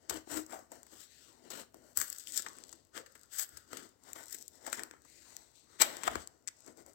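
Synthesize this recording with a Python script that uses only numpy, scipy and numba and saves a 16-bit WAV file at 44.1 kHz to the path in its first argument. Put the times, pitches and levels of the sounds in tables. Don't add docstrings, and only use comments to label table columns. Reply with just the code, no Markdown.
import sys
import numpy as np
from scipy import signal
from scipy.fft import rfft, irfft
from scipy.io import wavfile
from scipy.ndimage import uniform_filter1d, map_coordinates
from numba import njit

SR = 44100
rng = np.random.default_rng(int(sys.argv[2]) if len(sys.argv) > 2 else 0)


def waveform_to_disk(signal):
    frames = np.transpose(np.atleast_2d(signal))
    scaled = np.clip(frames, -1, 1) * 32767
    samples = np.round(scaled).astype(np.int16)
    wavfile.write(sys.argv[1], SR, samples)


N = 306054


# [f/Hz, relative level/dB]
RASP_SPECTRUM = [(900, -59), (2500, -29.5), (3400, -10.5), (4800, 0.5), (6600, 3), (7300, 9), (7900, 13.5),
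                 (8450, 5), (9300, -6), (10800, -8), (12600, 0.5), (16000, -5)]
# [f/Hz, relative level/dB]
RUB_SPECTRUM = [(1200, -31.5), (2600, 1), (4000, 3), (6500, 3), (7900, 7.5), (8600, 3), (9400, -10.5),
                (11000, -18.5), (12600, -12.5), (16000, -16.5)]
# [f/Hz, relative level/dB]
PANEL_SPECTRUM = [(300, -25.5), (600, 1), (900, -2.5), (1200, -6), (1480, 3.5), (1680, -4), (1870, 3.5),
                  (2150, -1.5), (2500, -7), (3100, 0), (5000, -22.5)]
# [f/Hz, relative level/dB]
BODY_SPECTRUM = [(40, -23.5), (110, -13.5), (185, -11), (230, -2), (305, 3), (370, 1.5), (470, -3),
                 (700, -15), (1500, -56)]
PANEL_SHARE = .4


def undb(db):
    return 10 ** (np.asarray(db) / 20)


def unit(x):
    return x / np.sqrt(np.mean(x ** 2) + 1e-18)


def curves(table):
    s, *columns = np.transpose(table)
    return [np.interp(np.arange(N) / SR, s, c) for c in columns]


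def response(points, size=2048):
    hz, db = np.transpose(points)
    f = np.maximum(np.fft.rfftfreq(size, 1 / SR), 1)
    cepstrum = irfft(np.log(undb(np.interp(np.log(f), np.log(hz), db))))
    cepstrum[1:size // 2] *= 2
    cepstrum[size // 2 + 1:] = 0
    return irfft(np.exp(rfft(cepstrum)))[:size // 2]


def through(x, impulse):
    return signal.oaconvolve(x, impulse)[:len(x)]


def resonate(x, hz, width_hz):
    return signal.lfilter(*signal.iirpeak(hz, hz / width_hz, fs=SR), x)


def add(out, s, sound):
    start = int(s * SR)
    out[start:start + len(sound)] += sound[:N - start]


def walk(rate):
    k = max(int(SR / rate), 2)
    return unit(uniform_filter1d(np.repeat(rng.standard_normal(N // k + 1), k), k)[:N])


def slips(rate, spread_db):
    sizes = undb(spread_db * np.minimum(rng.standard_exponential(N), 4))
    return unit((rng.random(N) < rate / SR) * sizes * rng.choice([-1, 1], N))


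def scraping(rasp_db=-2.0, rub_db=-1.0, panel_db=0, body_db=-2.0, crackle_db=-8, catch_db=1.73,
             bite_db=-52, bite_range_db=5, bend_width_hz=850, damping=1.0):
    contact, panel, body, pitch_hz = stroking()
    bite = 1 / (1 + np.exp((bite_db - contact) / bite_range_db))
    hard, light = np.sqrt(bite), np.sqrt(1 - bite)
    tearing = slips(rate=3800, spread_db=2.5)
    sliding = slips(rate=11000, spread_db=3.0)
    force = hard * tearing + light * sliding

    fibres = unit(tearing + undb(crackle_db) * slips(rate=49, spread_db=1.0))
    rasp = undb(contact + rasp_db) * hard * unit(through(fibres, response(RASP_SPECTRUM)))
    rub = undb(contact + rub_db) * light * unit(through(sliding, response(RUB_SPECTRUM)))

    modes = unit(through(force, response(PANEL_SPECTRUM)))
    width_hz = bend_width_hz * (1 + np.clip(damping, 0, 1.8) * (bite - .5))
    grains = slips(rate=3000, spread_db=2.5)
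    bend = sweep(sweep(grains, pitch_hz, width_hz), pitch_hz, width_hz)
    bend = unit(bend / np.sqrt(width_hz))
    share = np.clip(PANEL_SHARE, 0, 1)
    panel_mix = np.sqrt(share) * modes + np.sqrt(1 - share) * bend

    out = rasp + rub + undb(panel + panel_db) * panel_mix
    out += undb(body + body_db) * unit(through(force, response(BODY_SPECTRUM)))
    return out * undb(catch_db * hard * walk(rate=130))


# [full strength t/s, swell t/s, hold t/s, fade t/s,
#  rasp level/dB, panel level/dB, body level/dB, pitch of panel under the hand f/Hz]
STROKE_TABLE = [(0.034, .08, 0.058, 0.046, -67, -67, -67, 653),
                (0.098, .008, 0.064, 0.058, -43.5, -45.5, -44, 696),
                (0.326, 0.046, 0.05, 0.057, -35, -40.5, -43.5, 580),
                (0.521, .045, 0.018, .11, -47, -46, -49.5, 900),
                (0.723, 0.027, 0.018, 0.15, -55, -55.5, -54.5, 600),
                (0.919, 0.013, 0.015, 0.1, -56, -59.5, -56.5, 670),
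                (0.998, .16, .035, .06, -49, -63, -68, 1400), (1.122, .1, .16, .14, -58.5, -70, -84, 1940),
                (1.285, 0.21, .06, 0.35, -67, -67, -64.5, 876),
                (1.464, .07, 0.016, 0.045, -60, -58.5, -53, 600),
                (1.507, .01, 0.093, 0.058, -45, -49.5, -49.5, 680),
                (1.74, 0.0074, 0.018, 0.28, -67, -65, -57, 550),
                (1.854, 0.08, 0.062, .05, -64, -64.5, -81, 630),
                (1.977, 0.018, 0.039, 0.057, -33, -45.5, -53, 1470),
                (2.049, 0.054, 0.035, 0.27, -47.5, -58, -71, 1440),
                (2.194, .01, .025, 0.054, -48, -73.5, -76, 2280),
                (2.285, .025, 0.077, 0.088, -42, -61, -64, 2110),
                (2.366, 0.037, 0.017, 0.05, -28.5, -50.5, -60.5, 1810),
                (2.456, .08, 0.029, 0.25, -52.5, -59.5, -58.5, 1075),
                (2.596, .15, .15, 0.16, -60.5, -67, -61, 650),
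                (2.967, 0.03, 0.012, 0.047, -41.5, -44, -48.5, 1350),
                (3.068, .06, 0.18, 0.12, -65, -70, -76, 1370),
                (3.339, 0.031, 0.077, 0.045, -40, -54.5, -71, 1560),
                (3.389, .02, 0.04, 0.024, -31.5, -48, -67, 1480),
                (3.553, 0.14, 0.02, 0.13, -56, -60.5, -65.5, 1470),
                (3.735, .07, .045, .14, -50, -53, -50.5, 1250),
                (3.832, 0.037, .02, 0.055, -58.5, -61, -58, 850),
                (4.08, .075, .035, .06, -54.5, -57.5, -60, 900),
                (4.16, 0.019, 0.041, 0.11, -48.5, -50, -57, 820),
                (4.329, .09, 0.018, 0.037, -44.5, -57.5, -66, 1740),
                (4.386, .05, 0.014, 0.14, -52, -66.5, -64, 648),
                (4.535, 0.043, 0.045, .05, -59, -65.5, -63, 626),
                (4.665, 0.088, 0.03, 0.082, -49.5, -51.5, -57, 694),
                (4.732, 0.017, 0.009, 0.058, -37.5, -44.5, -52, 1720),
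                (4.789, 0.04, .01, .12, -49.5, -47.5, -49.5, 976),
                (4.926, .015, 0.018, 0.11, -66.5, -61, -62.5, 1400),
                (5.107, 0.12, 0.12, 0.18, -56.5, -68, -69, 2205),
                (5.3, 0.15, 0.054, 0.29, -55.5, -62, -66.5, 860),
                (5.557, 0.018, 0.011, 0.15, -57.5, -79.5, -91, 850),
                (5.735, 0.12, 0.065, .05, -60, -63, -64.5, 1200),
                (5.809, 0.014, .018, 0.031, -24.5, -29.5, -40.5, 1400),
                (5.838, .02, 0.023, 0.39, -44.5, -44.5, -47, 800),
                (6.072, .06, .008, 0.016, -37, -37.5, -43.5, 940),
                (6.104, .02, 0.073, 0.081, -50, -47, -47, 708),
                (6.207, 0.035, .015, 0.043, -48, -64, -68.5, 680),
                (6.472, 0.007, 0.012, 0.045, -66.5, -61, -71.5, 2130),
                (6.591, 0.087, .07, .05, -59.5, -68, -82, 710),
                (6.673, 0.025, 0.018, .06, -54, -53.5, -49.5, 560),
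                (6.785, .04, .025, 0.046, -56, -57.5, -54.5, 560),
                (6.864, 0.025, .03, 0.087, -60.5, -59, -59, 564)]
IDLE_RASP_DB, IDLE_PANEL_DB, IDLE_BODY_DB, IDLE_HZ = -79, -81, -74, 620
PANEL_LINGER, BODY_LINGER = 0.96, 1.15


def stroking(size=4096):
    t = np.linspace(0, N / SR, size)
    idle = undb([IDLE_RASP_DB, IDLE_PANEL_DB, IDLE_BODY_DB]) ** 2
    power = np.outer(idle, np.ones(size))
    weighted_pitch = power[1] * IDLE_HZ
    for s, swell, hold, fade, rasp, panel, body, hz in STROKE_TABLE:
        parts = [(rasp, 1), (panel, PANEL_LINGER), (body, BODY_LINGER)]
        gains = [undb(db) * envelope(t, s, swell, hold, fade * linger) for db, linger in parts]
        stroke = np.array(gains) ** 2
        power = power + stroke
        weighted_pitch = weighted_pitch + hz * stroke[1]
    levels_db = 10 * np.log10(power)
    return curves(np.column_stack([t, *levels_db, weighted_pitch / power[1]]))


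SWELL_BEND, FADE_BEND = 1.18, 1.084


def envelope(t, s, swell, hold, fade):
    early, late = np.maximum(s - t, 0) / max(swell, 1e-3), np.maximum(t - s - hold, 0) / max(fade, 1e-3)
    return undb(-20 * np.minimum(early ** SWELL_BEND + late ** FADE_BEND, 10))


@njit
def sweep(x, hz, width_hz):
    y, band, low = np.empty(len(x)), 0., 0.
    for i in range(len(x)):
        g, k = np.tan(np.pi * hz[i] / SR), width_hz[i] / hz[i]
        v = (band + g * (x[i] - low)) / (1 + g * (g + k))
        band, low, y[i] = 2 * v - band, low + 2 * g * v, k * v
    return y


# [t/s, length t/s, crack level/dB, panel knock level/dB, box body level/dB, knock f/Hz]
SNAP_TABLE = [(0.096, 0.0069, -28, -42, -45.5, 1380), (0.107, 0.0049, -39, -37.5, -44, 970),
              (.273, 0.0026, -74, -52, -48, 710), (.4634, 0.0031, -50, -75, -67, 810),
              (0.591, 0.0029, -55, -53, -73, 626), (.7176, 0.0062, -47, -46.5, -62, 664),
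              (.8313, .0012, -51.5, -62, -82, 980), (0.866, .0042, -56, -64, -83, 1320),
              (1.5027, .011, -40.5, -51, -69, 900), (1.634, 0.0014, -65, -58, -64, 1120),
              (1.744, 0.0009, -57, -52, -63, 680), (1.9732, 0.00065, -24.5, -43, -71, 1500),
              (2.0145, 0.0013, -29.5, -36, -67, 1490), (2.101, .0011, -36, -72, -81, 2080),
              (2.128, 0.00044, -39.5, -56, -83, 2290), (2.184, .003, -42, -76, -81, 3020),
              (2.2723, 0.00048, -43, -45.5, -75, 3480), (2.322, 0.0013, -40.5, -76, -71, 2280),
              (2.376, .001, -25.5, -54, -71, 1950), (2.393, 0.008, -37.5, -47, -53, 1440),
              (2.4628, 0.0062, -44.5, -38, -56, 1220), (2.486, 0.00058, -44.5, -65, -78, 870),
              (2.5855, 0.00083, -47.5, -61, -76, 1570), (2.6381, 0.0015, -46, -65, -75, 1680),
              (2.693, 0.0013, -49.5, -73, -79, 1520), (2.7271, 0.0043, -44, -55.5, -76, 1100),
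              (2.9773, .0018, -42, -46.5, -70, 1300), (3.061, 0.0077, -53, -55.5, -76, 1460),
              (3.153, 0.01, -54.5, -54.5, -61, 1540), (3.394, 0.0065, -31, -46.5, -82, 2010),
              (3.491, 0.0029, -51.5, -72, -78, 1610), (3.571, 0.0056, -43, -55, -67, 1560),
              (3.7313, 0.0017, -45.5, -45, -45, 1330), (3.7707, 0.0043, -40.5, -51, -70, 1850),
              (4.132, 0.0015, -39.5, -60, -83, 1870), (4.16, .001, -64, -50, -53, 1160),
              (4.326, 0.0051, -37.5, -63, -85, 1950), (4.345, 0.0064, -38.5, -53.5, -54, 2050),
              (4.48, 0.0021, -43.5, -82, -74, 1150), (4.665, 0.0039, -37.5, -44, -70, 1750),
              (4.6744, 0.006, -46, -39, -75, 620), (4.7285, 0.0021, -30, -35, -50, 1700),
              (4.794, 0.0022, -42.5, -40.5, -69, 1640), (4.8349, 0.00061, -35.5, -48, -73, 1940),
              (4.911, 0.0025, -49.5, -51, -56, 1560), (4.937, 0.0014, -72, -55.5, -59, 1130),
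              (5.049, 0.0097, -58, -61, -64, 990), (5.3667, 0.00026, -40.5, -61, -78, 1580),
              (5.8144, 0.00075, -24, -30.5, -48, 794), (5.8168, 0.005, -16, -29, -51, 740),
              (5.8191, .0035, -19, -26.5, -54, 1820), (5.968, 0.0029, -41.5, -57, -54, 1000),
              (6.0346, 0.0012, -36, -40.5, -53, 1250), (6.039, 0.0014, -40, -46, -57, 1580),
              (6.0767, 0.0047, -33.5, -22.5, -63, 956), (6.155, 0.0039, -39, -32.5, -36.5, 1100),
              (6.274, 0.00069, -41.5, -61, -70, 818), (6.475, .0011, -34, -52, -76.5, 2170),
              (6.48, 0.00088, -33, -46.5, -82, 2350), (6.485, 0.0026, -39, -49, -85, 2060),
              (6.677, 0.0022, -51, -56, -61, 630), (6.863, 0.0015, -54, -59.5, -83, 680)]


def snapping(crack_db=0, knock_db=0, knock_width=0.81, fade=1.3, spread_db=4, size=2048):
    out, t = np.zeros(N), np.arange(size) / SR
    rasp, body = response(RASP_SPECTRUM), response(BODY_SPECTRUM)
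    for s, length, crack, knock, thump, hz in SNAP_TABLE:
        chance = rng.standard_normal((2, size))
        decay = np.exp(-(t / max(length, 1e-4)) ** fade)
        burst = chance[0] * undb(spread_db * chance[1]) * decay
        burst[0] += 2.5
        width_hz = knock_width * hz
        ring = resonate(resonate(burst, hz, width_hz), hz, width_hz)
        parts = [(through(burst, rasp), crack + crack_db),
                 (ring, knock + knock_db),
                 (through(burst, body), thump)]
        add(out, s, sum(unit(part) * undb(db) for part, db in parts))
    return out * np.sqrt(.01 * SR / size)


# [t/s, gain of sizzle above the port dip level/dB, gain of papery rustle level/dB]
MATERIAL_COLOUR = [(.1, -2.5, 3), (.6, 0.5, -5.5), (1.15, 2, 5), (1.55, 0, 5), (1.98, 7, -1.5),
                   (2.4, -4.5, 1), (2.7, -8, 3), (3.4, 4.5, 0), (3.8, -1.5, 4), (4.4, 3, -2.5),
                   (4.75, -4, -1), (5.3, -1, 0.5), (5.85, -2, 5), (6.15, -2.5, 2.5), (6.5, -16.5, -5.5),
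                   (6.9, 2, -3)]


def cardboard(sizzle_hz=9400, rustle_low_hz=2400, rustle_high_hz=4700, bounce_hz=1000):
    scrape = scraping()
    short_filter = signal.butter(2, bounce_hz, "high", fs=SR, output="sos")
    short = signal.sosfiltfilt(short_filter, scrape)
    sound = scrape - short + floor_bounce(short) + snapping()

    sizzle_db, rustle_db = curves(MATERIAL_COLOUR)
    top_filter = signal.butter(4, sizzle_hz, "high", fs=SR, output="sos")
    top = signal.sosfiltfilt(top_filter, sound)
    paper_filter = signal.butter(2, [rustle_low_hz, rustle_high_hz], "band", fs=SR, output="sos")
    papery = signal.sosfiltfilt(paper_filter, sound)
    return sound + (undb(sizzle_db) - 1) * top + (undb(rustle_db) - 1) * papery


# [t/s, delay t/ms]
BOUNCE_DELAY = [(0, 0.6), (.55, 0.81), (1, 0.58), (1.12, 0.47), (1.28, 0.31), (1.5, 0.75), (2, 0.65),
                (2.4, 0.57), (2.6, 0.66), (3, 0.61), (3.8, 0.62), (4.3, 0.53), (4.8, 0.56), (5.2, 0.42),
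                (5.4, 0.5), (5.85, 0.49), (6.9, 0.85)]


def floor_bounce(x, strength=0.27):
    lag = curves(BOUNCE_DELAY)[0] * SR / 1000
    reflected = map_coordinates(x, [np.arange(N) - lag], order=3)
    return (x + strength * reflected) / np.sqrt(1 + strength ** 2)


# [t/s, level/dB, f/Hz, decay t/s]
FLAP_TABLE = [(.53, -39, 748, 0.03), (.72, -50, 680, 0.034), (2.465, -57, 1090, 0.094),
              (2.975, -49, 500, 0.048), (5.814, -23.5, 614, 0.009), (5.83, -47, 608, 0.089),
              (6.079, -45.5, 665, 0.039)]


def fluttering(width_hz=130):
    out, t = np.zeros(N), np.arange(SR // 2) / SR
    for s, db, hz, decay in FLAP_TABLE:
        noise = rng.standard_normal(len(t))
        ring = resonate(resonate(noise, hz, width_hz), hz, 2 * width_hz)
        add(out, s, undb(db) * unit(ring) * np.exp(-t / decay))
    return out


# [start t/s, length t/s, ticks per s, level/dB]
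PEEL_TABLE = [(2.057, .29, 120, -54), (2.481, 0.28, 73, -63.5), (3.121, 0.12, 60, -63),
              (4.222, .21, 74, -52), (4.657, 0.12, 94, -53)]


def peeling(spread_db=3, tick_s=0.0017, size=256, count=32):
    out, t = np.zeros(N), np.arange(size) / SR
    for s, length, rate, db in PEEL_TABLE:
        run = np.zeros(N)
        for k, chance in enumerate(rng.standard_normal((count, size))):
            late = (k + np.clip(.5 + chance[0] / 3, 0, 1)) / rate
            if late < length:
                add(run, s + late, undb(spread_db * chance[1]) * chance * np.exp(-t / tick_s))
        bright = unit(through(run, response(RASP_SPECTRUM)))
        out += undb(db) * bright * np.sqrt(length * SR / N)
    return out


def crinkling(rate=38, crinkle_db=-61, follow=0.76, reference_db=-50, spread_db=4.0):
    contact = stroking()[0]
    ticks = unit(through(slips(rate=rate, spread_db=spread_db), response(RASP_SPECTRUM)))
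    return ticks * undb(crinkle_db + follow * (contact - reference_db))


# [full strength t/s, swell t/s, hold t/s, fade t/s, level/dB]
DRAG_TABLE = [(0.15, .05, .008, .06, -41), (0.349, 0.037, 0.046, .068, -35.5)]
AIR_HZ, AIR_WIDTH_HZ = 308.4, 8.6


def hollow():
    judder = slips(rate=1300, spread_db=2)
    ring = resonate(resonate(judder, AIR_HZ, AIR_WIDTH_HZ), AIR_HZ, 44)
    even = ring / np.sqrt(uniform_filter1d(ring ** 2, size=1300) + 1e-18)
    t = np.arange(N) / SR
    return even * sum(undb(db) * envelope(t, s, swell, hold, fade)
                      for s, swell, hold, fade, db in DRAG_TABLE)


# [t/s, level/dB, decay t/s]
BUMP_TABLE = [(0.111, -47.5, 0.036), (.33, -55.5, 0.08), (1.972, -47.5, 0.028), (3.529, -58.5, 0.049),
              (5.815, -68, 0.06), (6.079, -48, 0.05), (6.162, -42, 0.021)]
# [f/Hz, relative level/dB]
THUD_SPECTRUM = [(20, -14), (45, 2), (75, 19), (120, 7.5), (200, -9), (500, -34.5)]


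def bumping():
    out, t = np.zeros(N), np.arange(SR // 2) / SR
    thud = response(THUD_SPECTRUM, size=8192)
    for s, db, decay in BUMP_TABLE:
        rumble = unit(through(rng.standard_normal(len(t)), thud))
        add(out, s, undb(db) * rumble * np.exp(-t / decay))
    return out


def reflections(x, t60=0.31, wet_db=-19):
    t = np.arange(SR // 2) / SR
    walls = response([(100, 1), (500, 4.5), (2000, 6.5), (5000, 1), (8000, -6.5), (16000, 5.5)])
    tails = rng.standard_normal((2, len(t))) * np.exp(-np.log(1000) * t / t60) * (t > .002)
    rooms = [through(tail / np.linalg.norm(tail), walls) for tail in tails]
    return undb(wet_db) * np.array([through(x, room) for room in rooms])


# [f/Hz, relative level/dB]
QUIET_SPECTRUM = [(20, -16), (45, -6.5), (66, 6.5), (85, 5), (115, 1), (170, -3), (320, -5.5), (600, -9),
                  (1500, -18), (4000, -23), (7900, -31.5), (9600, -28), (16000, -24)]
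QUIET_DB = -71.5


def quiet_room(far_db=-7, shared_db=-3):
    quiet = response(QUIET_SPECTRUM, size=8192)
    shared, left, right = (unit(through(rng.standard_normal(N), quiet)) for _ in range(3))
    shared = shared * undb(shared_db)
    return undb(QUIET_DB) * np.array([unit(shared + left), undb(far_db) * unit(shared + right)])


# [f/Hz, gain level/dB]
SHADOW_SPECTRUM = [(60, -21.5), (200, -14.5), (400, -21.5), (750, -9), (1300, -12.5), (2400, -16),
                   (4400, -22), (6500, -27.5), (8000, -36.5), (9500, -14.5), (12500, -14.5), (16000, -35)]
PORT_LAG = 21
FAR_SIDE_SHARE = .45


def scene():
    front = cardboard() + fluttering()
    side = cardboard() + fluttering()
    whole = hollow() + bumping() + crinkling() + peeling()
    near = front + whole
    share = np.clip(FAR_SIDE_SHARE, 0, 1)
    far = np.sqrt(1 - share) * front + np.sqrt(share) * side + whole
    far = through(np.pad(far, (PORT_LAG, 0))[:N], response(SHADOW_SPECTRUM))
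    return np.array([near, far]) + reflections(near) + quiet_room()


TOP_HZ = 16150


def record(dry):
    ceiling = .75
    rounded = ceiling * np.tanh(dry / ceiling)
    top_cut = signal.ellip(10, .2, 75, TOP_HZ, fs=SR, output="sos")
    return signal.sosfilt(top_cut, rounded)


dry = scene()
out = record(dry)
waveform_to_disk(out)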